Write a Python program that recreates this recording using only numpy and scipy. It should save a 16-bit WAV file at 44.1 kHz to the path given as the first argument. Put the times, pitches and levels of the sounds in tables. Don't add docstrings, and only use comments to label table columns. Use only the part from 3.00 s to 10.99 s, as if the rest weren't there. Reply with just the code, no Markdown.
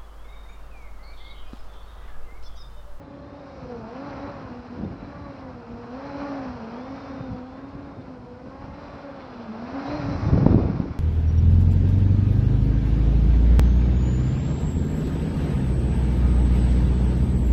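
import sys
import numpy as np
from scipy import signal
from scipy.fft import rfft, irfft, next_fast_len
from scipy.io import wavfile
from scipy.ndimage import uniform_filter1d

SR = 44100
rng = np.random.default_rng(int(sys.argv[2]) if len(sys.argv) > 2 else 0)


def linear_from_db(decibels):
    return 10 ** (np.asarray(decibels, float) / 20)


def output_pcm(signal):
    pcm = np.clip(np.atleast_2d(signal).T, -1, 1) * 32767
    wavfile.write(sys.argv[1], SR, np.round(pcm).astype(np.int16))


N = 352359
CRUISE_HZ = 287.2
MEAN_NEARNESS_DB = -48


def rms_one(x):
    return x / np.sqrt(np.mean(x ** 2) + 1e-20)


def in_time(rows):
    seconds, *columns = np.transpose(rows)
    return [np.interp(np.arange(N) / SR, seconds, column) for column in columns]


def bumps(rows):
    t = np.arange(0, N + 20, 20) / SR
    swells = sum(height * np.exp(-((t - s) / width) ** 2) for s, height, width in rows)
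    return np.interp(np.arange(N) / SR, t, swells)


def window(start, end):
    fade = min(0.3 * (end - start), 0.05)
    return in_time([(start - fade / 2, 0), (start + fade / 2, 1), (end - fade, 1), (end + fade / 2, 0)])[0]


def drift(rate):
    r = np.exp(-40 * np.pi * rate / SR)
    noise = rng.standard_normal(N // 20 + 4002)
    slow = signal.lfilter([1], [1, -2 * r, r * r], noise)[4000:]
    return np.interp(np.arange(N) / 20, np.arange(len(slow)), rms_one(slow))


def colour(x, spectrum):
    hz, level_db = np.transpose(spectrum)
    size = next_fast_len(N)
    grid = np.fft.rfftfreq(size, 1 / SR) + 1e-3
    gain = linear_from_db(np.interp(np.log(grid), np.log(hz), level_db, left=-90, right=-90))
    return irfft(rfft(x, size) * gain, size)[:N]


def split(x, hz):
    low = signal.sosfiltfilt(signal.butter(2, hz, fs=SR, output="sos"), x)
    return low, x - low


def turning(hz, wander):
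    hunted_hz = hz * (1 + wander * drift(5.09))
    return 2 * np.pi * (rng.random() + np.cumsum(hunted_hz) / SR)


# frequency in Hz, level in dB per Hz.
SELF_NOISE = [(5000, 2.5), (6700, 3), (7750, -2.5), (8800, -5.5), (10300, -9.5), (11900, -14), (12500, -17)]


def preamp_hiss():
    return linear_from_db(-81.5) * rms_one(colour(rng.standard_normal(N), SELF_NOISE))


# frequency in Hz, level in dB per Hz.
WIND_COLOUR = [(12, -47), (20, -22.5), (54, 1), (113, 1.5), (290, -5), (380, -11.5), (728, -23.5),
               (921, -30.5), (1080, -31.5), (1500, -46), (1950, -71.5), (3300, -120)]
# middle in seconds, peak level in dB, width in seconds, brightness in dB.
GUSTS = [(.08, -46, 0.27, 10), (.64, -42.5, 0.066, -15), (.8, -39.5, 0.069, 4), (1.2, -43, 0.14, -10),
         (1.42, -42.5, 0.15, 6), (1.86, -35, 0.07, 8), (2.061, -38, 0.11, -1), (2.22, -36, 0.056, -8),
         (2.522, -42, 0.071, -9), (2.741, -43, 0.032, 7), (2.88, -48, .04, -8), (3.14, -43, 0.065, 0),
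         (3.5, -40.5, 0.13, -15), (3.94, -42, 0.041, 10), (4.2, -40, 0.063, 4), (4.33, -30.5, 0.029, -12),
         (4.58, -46, 0.037, 8), (4.8, -45.5, 0.15, 11.5), (5.07, -48, 0.23, 9), (5.47, -41, 0.027, 9),
         (5.7, -38.5, 0.1, -23.5), (5.94, -39.5, 0.023, -5), (6.7, -48.5, 0.31, -3)]
# middle in seconds, peak level in dB, width in seconds, brightness in dB.
WASH = [
    (6.93, -32.5, 0.034, -12),
    (7.079, -29.5, 0.043, -9),
    (7.165, -27, 0.039, 4),
    (7.26, -28, 0.04, -11),
    (7.332, -17, 0.031, 0),
    (7.432, -18.5, 0.11, 1),
    (7.542, -19.5, 0.052, 9),
    (7.651, -23, 0.12, 5.5),
    (7.804, -31, 0.017, -1.5),
    (7.889, -35.5, 0.07, -4),
]


def wind():
    lumps = GUSTS + WASH
    breeze_db, bright_db = -47.5, 4.5
    low_power = linear_from_db(breeze_db) ** 2 + bumps([(s, linear_from_db(db) ** 2, width) for s, db, width, _ in lumps])
    high_power = linear_from_db(breeze_db + bright_db) ** 2 + bumps(
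        [(s, linear_from_db(db + bright) ** 2, 1.23 * width) for s, db, width, bright in lumps])
    sizes = linear_from_db(2.9 * np.minimum(rng.exponential(1, N), 4)) * rng.choice([-1, 1], N)
    arrives = rng.random(N) < 2200 / SR
    eddies = sizes * arrives * linear_from_db(1.1 * drift(23))
    low, high = split(rms_one(colour(eddies, WIND_COLOUR)), 300)
    return np.sqrt(low_power) * low + linear_from_db(-4) * np.sqrt(high_power) * high


# swing from pull to push in seconds, peak in dB, rate in Hz
# (negative Hz swings the other way round).
SLAPS = [(1.8014, -23, -200), (1.827, -25, 202), (1.8365, -19, 190), (1.8507, -24, 300), (1.8604, -22, 148),
         (2.2668, -33, -200), (2.325, -34, 420), (4.211, -27, 130), (4.3314, -24.5, 168),
         (4.7532, -29.5, -200), (5.083, -32, 200), (6.7748, -32.5, -200), (7, -22, 140),
         (7.0883, -18.5, 188), (7.1, -23, 136), (7.1539, -21, 101), (7.1618, -24, -100),
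         (7.232, -20.5, -100), (7.27, -14.5, -109), (7.2875, -15.5, 155), (7.328, -13, 128),
         (7.334, -8, -130), (7.379, -15.5, -480), (7.388, -11.5, 154), (7.4473, -14, 129.5),
         (7.4636, -14, 590), (7.4658, -4.5, 190), (7.5077, -12, -110), (7.5302, -14, -278),
         (7.5461, -8, 223), (7.561, -9, 123), (7.5705, -11.5, 127), (7.5817, -13, 304),
         (7.6013, -18.5, 347), (7.6228, -16.5, -80), (7.6866, -21.5, -350), (7.702, -16, -182),
         (7.759, -20, -151), (7.7743, -21, -129), (7.8024, -12, 185), (7.857, -24, 351), (7.9109, -22, -84)]


def slaps():
    out, t = np.zeros(N), np.arange(N) / SR
    for s, peak_db, hz in SLAPS:
        near = slice(int((s - .02) * SR), int((s + .02) * SR))
        cycles = (t[near] - s) * hz
        steepness = .9 + 1.2 * linear_from_db(peak_db) + 8 * linear_from_db(4 * peak_db)
        swing = np.tanh(steepness * np.sin(2 * np.pi * cycles))
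        length = .6 - .5 * linear_from_db(2 * peak_db)
        out[near] += linear_from_db(peak_db + 3.3) * swing * np.exp(-(cycles / length) ** 2)
    return out


def buffeting():
    hush = 1 - .55 * np.minimum(bumps([(s, 1, .005) for s, _, _ in SLAPS]), 1)
    return hush * wind() + slaps()


# start
# in seconds, length in seconds, multiple of the near blade rate, level in dB, throb from 0 to 1.
SNATCHES = [(0, .16, 13.9, -77, .6), (.17, .17, 14.4, -74, .8), (.37, .25, 14.05, -74, .5),
            (.1, .16, 11.5, -78, .7), (1.06, .08, 14.0, -68, .4), (1.2, .13, 14.0, -67, .5),
            (1.844, .009, 14.5, -61, .05), (1.95, .4, 13.9, -71, .35), (3.04, .22, 14.3, -64, .35),
            (5.74, .3, 14.0, -72, .5), (6.86, .18, 13.9, -55.5, .3), (6.72, .12, 14.6, -69, .6),
            (6.9, .15, 13.1, -63, .6), (7.03, .07, 13.9, -68, .2), (7.1, .07, 14.1, -57, .1),
            (7.2, .11, 14.0, -63.5, .25), (7.25, .1, 12.6, -65, .3), (7.38, .15, 12.1, -65.5, .35),
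            (7.45, .12, 13.5, -69, .3), (7.89, .1, 11.95, -71, .3)]
# time in seconds, frequency in Hz.
HUNTING = [
    [(3.75, 3227), (3.85, 3565), (3.92, 3590), (4.0, 3770), (4.06, 3530), (4.13, 3712), (4.19, 3600),
     (4.26, 3680), (4.33, 3428)],
    [(4.33, 3430), (4.4, 3480), (4.45, 3320), (4.5, 3460), (4.56, 3507), (4.62, 3680), (4.69, 3630)],
    [(4.69, 3640), (4.8, 3720), (4.93, 3673), (5.07, 3570)],
    [(7.47, 3700), (7.56, 3650), (7.62, 3650), (7.66, 3580), (7.7, 3600), (7.73, 3540), (7.78, 3680),
     (7.86, 3720)],
    [(.03, 3600), (.25, 3630), (.38, 3730), (.47, 3760), (.58, 3680)],
]
HUNTING_DB = [-68, -72.5, -76, -69.5, -74.5]
HUNTING_THROB = [.12, .2, .4, .35, .55]
# start in seconds, length in seconds, start and end in Hz, level in dB.
HIGH_WHINES = [(1.0, .14, 4830, 4870, -75), (1.25, .14, 7150, 7000, -88), (1.5, .14, 6880, 6830, -90),
               (1.73, .13, 4740, 4760, -78), (1.98, .18, 7120, 7020, -89), (2.66, .26, 6800, 7120, -89),
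               (4.3, .6, 6620, 6750, -92), (5.55, .25, 6450, 6520, -88), (5.8, .24, 7280, 7430, -88),
               (5.8, .5, 3530, 3470, -70.5), (6.3, .4, 3470, 3520, -70), (7.0, .3, 7520, 7480, -85),
               (7.3, .3, 6950, 6700, -86), (7.6, .3, 6760, 6620, -88)]


def whine(blade_hz):
    lines = []
    for s, length, multiple, db, throb in SNATCHES:
        lines.append((window(s, s + length), multiple * blade_hz, db, throb))
    for rows, db, throb in zip(HUNTING, HUNTING_DB, HUNTING_THROB):
        lines.append((window(rows[0][0], rows[-1][0]), in_time(rows)[0], db, throb))
    for s, length, start_hz, end_hz, db in HIGH_WHINES:
        glide_hz = in_time([(s, start_hz), (s + length, end_hz)])[0]
        lines.append((window(s, s + length), glide_hz, db - 2.5, .5))
    out, beat = np.zeros(N), turning(23.8, wander=0.23)
    for fade, hz, level_db, throb in lines:
        throbbing_hz = hz + 70 * throb * np.sin(beat)
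        ragged = .6 * throb * drift(60)
        phase = turning(throbbing_hz, wander=.002 + .012 * throb) + ragged
        swell = 1 + np.clip(throb, 0, 1) * np.cos(beat)
        out += fade * swell * np.sqrt(2) * linear_from_db(level_db + 2.0 * drift(14)) * np.sin(phase)
    return out


# frequency in Hz, level in dB per Hz.
RUSH_BODY = [(120, -19.5), (200, -3.5), (400, -8), (650, -4.5), (1000, -8.5), (1440, -12.5), (1820, -23),
             (2500, -21), (2850, -28.5), (3400, -44), (4400, -51)]
# frequency in Hz, level in dB per Hz.
RUSH_TIPS = [(2300, -17), (2700, 0), (3190, -1), (3830, -3.5), (4000, 1), (4420, -1), (4680, -5.5),
             (4880, -1.5), (5570, -7), (5990, -12.5), (6400, -24), (6800, -29.5), (7300, -27.5),
             (7900, -40), (8800, -36.5), (9600, -47.5)]


def rush(phase, body_db, edge_db):
    mean_edge_db = -18
    facing_db = edge_db - mean_edge_db
    shake = linear_from_db(0.55 * drift(11))
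    tips_db = -21 - 0.15 * (body_db - MEAN_NEARNESS_DB) - 0.42 * facing_db
    body = colour(rng.standard_normal(N) * (1 + 0.31 * np.cos(phase)) * linear_from_db(0.8 * drift(25)), RUSH_BODY)
    hiss = colour(rng.standard_normal(N) * (1 + .14 * np.cos(phase)) * linear_from_db(.7 * drift(30)), RUSH_TIPS)
    tips, edge = split(hiss, 3930)
    lower, upper = split(edge, 4680)
    lower_lobe = linear_from_db(mean_edge_db - 6.5 - .3 * facing_db) * rms_one(lower)
    upper_lobe = linear_from_db(edge_db - 5.5) * rms_one(upper)
    torn_air = linear_from_db(4) * rms_one(body) + linear_from_db(tips_db + 0.4) * rms_one(tips) + lower_lobe + upper_lobe
    return linear_from_db(body_db) * shake * torn_air


# start in seconds, length in seconds,
# multiple of the blade rate, level in dB against the torn air.
CLEAR_ORDERS = [(0, .12, 3, -8), (.7, .2, 3, -5), (1.1, .2, 2.85, -10), (3.04, .18, 3, -8),
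                (3.3, .2, 2.2, -6), (3.28, .17, 2.8, -7), (4.24, .22, 3, -8), (5.24, .13, 3, -5),
                (5.55, .3, 3, -7), (6.14, .17, 3, -9), (7.14, .17, 3, -10), (.18, .2, 4, -11),
                (1.34, .18, 4, -9), (2.13, .33, 4, -8), (4.04, .13, 4, -11), (4.54, .22, 4, -9),
                (5.1, .2, 4, -10), (5.44, .2, 4, -7), (5.8, .2, 4, -11), (6.14, .12, 4, -11),
                (7.14, .17, 4, -12), (1.05, .16, 5, -14), (2.1, .2, 5, -14), (3.2, .12, 5, -14),
                (4.78, .23, 5, -10), (5.84, .27, 5, -12), (5.54, .12, 6, -14)]
WEAVE_RATES = [.93, .965, 1.03]


def weave(hz, phase, near_db):
    clear = sum(window(s, s + length) * linear_from_db(1.5 + db) * np.cos(k * phase) for s, length, k, db in CLEAR_ORDERS)
    flicker = np.zeros(N)
    for rate in WEAVE_RATES:
        turn = turning(hz * rate, wander=.012)
        for k in range(3, 9):
            level_db = -17 - 1.6 * (k - 3) + 5 * np.tanh(drift(2.5))
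            flicker += linear_from_db(level_db) * np.cos(k * turn)
    return np.sqrt(2) * linear_from_db(near_db + 2 * drift(20)) * (clear + flicker)


# lowest speed in seconds, loss in Hz, then fall, hold and rise in seconds.
EASES = [(0.83, 68, 0.42, .04, .22), (1.159, 16.5, 0.093, 0.013, .1), (1.53, 42, 0.26, 0.3, .18),
         (2.606, 49, 0.4, 0.29, .2), (3.122, 10.5, 0.034, 0.0064, 0.056), (3.65, 66, 0.43, 0.012, 0.42),
         (4.02, 5, .1, 0.036, 0.1), (4.334, 34, .42, .08, 0.48), (5.202, 42.5, 0.39, 0.11, .48),
         (6.48, 65, .48, .08, 0.33), (6.857, 15, 0.025, 0.0011, 0.035), (6.925, -12.5, 0.04, .06, 0.048),
         (7.06, 8, 0.081, 0.012, .12)]


def speed_loss():
    loss = np.zeros(N)
    for s, hz, fall, hold, rise in EASES:
        held = s + max(hold, 0)
        ramp = in_time([(s - fall, 0), (s, 1), (held + 0.000947, 1), (held + rise, 0)])[0]
        loss += hz * ramp ** 1.5
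    return uniform_filter1d(loss, size=SR // 30)


def rotor(phase, levels_db, flutter_db, blur):
    gust = blur * linear_from_db(3.5 * np.tanh(drift(1.5)))
    out = np.zeros(N)
    for k, db in levels_db:
        level = np.sqrt(2) * linear_from_db(db + flutter_db * np.sqrt(k) * drift(15))
        out += level * np.cos(k * phase + gust * (k - 1.3) ** 2 * drift(30))
    return out


# multiple of the blade rate, level in dB against a level 8 dB above the 3rd.
UPPER_ORDERS = [
    (4, -8),
    (5, -22),
    (6, -14),
]
# time in seconds, blade tone in dB, pulse sharpness as dB of 2nd order against 1st.
BLADE_LOAD = [(0, -48, -4), (.58, -49.5, 2), (.82, -41.5, 1), (.99, -42.5, -4), (1.6, -42.5, -9.5),
              (1.83, -45, -11), (2.3, -47, -2.5), (2.9, -42.5, -1.5), (3.25, -35, -7), (3.65, -38, -7.5),
              (4.3, -39.5, -7.5), (5.0, -47, -5), (5.7, -48.5, -2.5), (6.25, -49.5, -0.5),
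              (6.5, -38.5, -14.5), (6.9, -32.5, -13), (7.3, -40.5, -4), (7.99, -43.5, -12.5)]
# middle in seconds, change in dB, width in seconds.
BEATS = [
    (1.06, 3, 0.067),
    (1.16, 2, 0.047),
    (1.27, 5.5, 0.037),
    (3.25, 2, 0.011),
    (4.03, -3.5, 0.057),
    (5.3, 4, 0.042),
    (6.09, 9, 0.053),
    (6.72, -13.5, 0.017),
    (6.76, 7.5, 0.017),
    (6.835, -7, 0.016),
]
# middle in seconds, change in dB, width in seconds.
ROCKING = [(.8, 2, 0.067), (1.92, -10, 0.055), (2.15, 1.5, 0.18), (2.6, -3.5, 0.35), (3.58, -4, 0.17),
           (4.38, 3.5, 0.037), (4.65, -6.5, 0.27), (5.23, -7, 0.025), (6.73, 3.5, 0.02), (6.94, 7.5, 0.064),
           (7.6, -12, 0.35)]


def blades(loss_hz, near_db):
    closer_db = near_db - MEAN_NEARNESS_DB
    load_db, sharp_db = in_time(BLADE_LOAD)
    first_db = load_db + bumps(BEATS)
    second_db = first_db + sharp_db + bumps(ROCKING)
    third_db = first_db + 0.74 * sharp_db - 5 + 0.18 * closer_db + 2.3 * drift(8)
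    first = [(1, first_db)]
    upper = [(2, second_db), (3, third_db - 8.0)] + [(k, third_db + db) for k, db in UPPER_ORDERS]
    near_hz = CRUISE_HZ - loss_hz
    phase = turning(near_hz, wander=0.003937)
    near = rotor(phase, first + upper, flutter_db=.9, blur=.24)
    twin_orders = first + [(k, db + 4 + (k > 2) * 1) for k, db in upper]
    twin = linear_from_db(-8) * rotor(turning(near_hz * .97, wander=.02), twin_orders, flutter_db=1.2, blur=.2)
    far_hz = 250.2 - 0.58 * loss_hz - 3 * closer_db
    far_db = -11 - 0.86 * closer_db
    far_orders = first + [(k, db + 1.0) for k, db in upper]
    far = linear_from_db(far_db) * rotor(turning(far_hz, wander=.015), far_orders, flutter_db=-0.5, blur=0.22)
    return near + twin + far, phase


# time in seconds, nearness as dB of torn air, trailing-edge hiss in dB against it
FLIGHT = [(0, -56.5, -23), (.6, -50, -12), (.85, -49, -16), (1.1, -43.5, -16), (1.6, -49.5, -18),
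          (2.76, -51, -16.5), (3.2, -41.5, -15), (3.69, -46.5, -16), (4.05, -45.5, -13.5),
          (4.5, -51.5, -20), (5.34, -54, -16), (5.92, -47.5, -16.5), (6.22, -47, -22.5), (6.5, -47, -19),
          (6.87, -38.5, -15.5), (7.23, -41, -10), (7.6, -44, -17), (7.99, -49.5, -13.5)]


def scene():
    loss_hz = speed_loss()
    blade_hz = CRUISE_HZ - loss_hz
    near_db, edge_db = in_time(FLIGHT)
    hum, phase = blades(loss_hz, near_db)
    air = buffeting() + rush(phase, near_db, edge_db)
    return (air + whine(blade_hz) + weave(blade_hz, phase, near_db) + hum)[None]


def band_limit(x):
    return signal.sosfilt(signal.butter(12, 12400, fs=SR, output="sos"), x)


def record(dry):
    rounded = dry / (1 + (dry / .76) ** 10) ** (1 / 10)
    return band_limit(rounded + preamp_hiss())


dry = scene()
out = record(dry)
output_pcm(out)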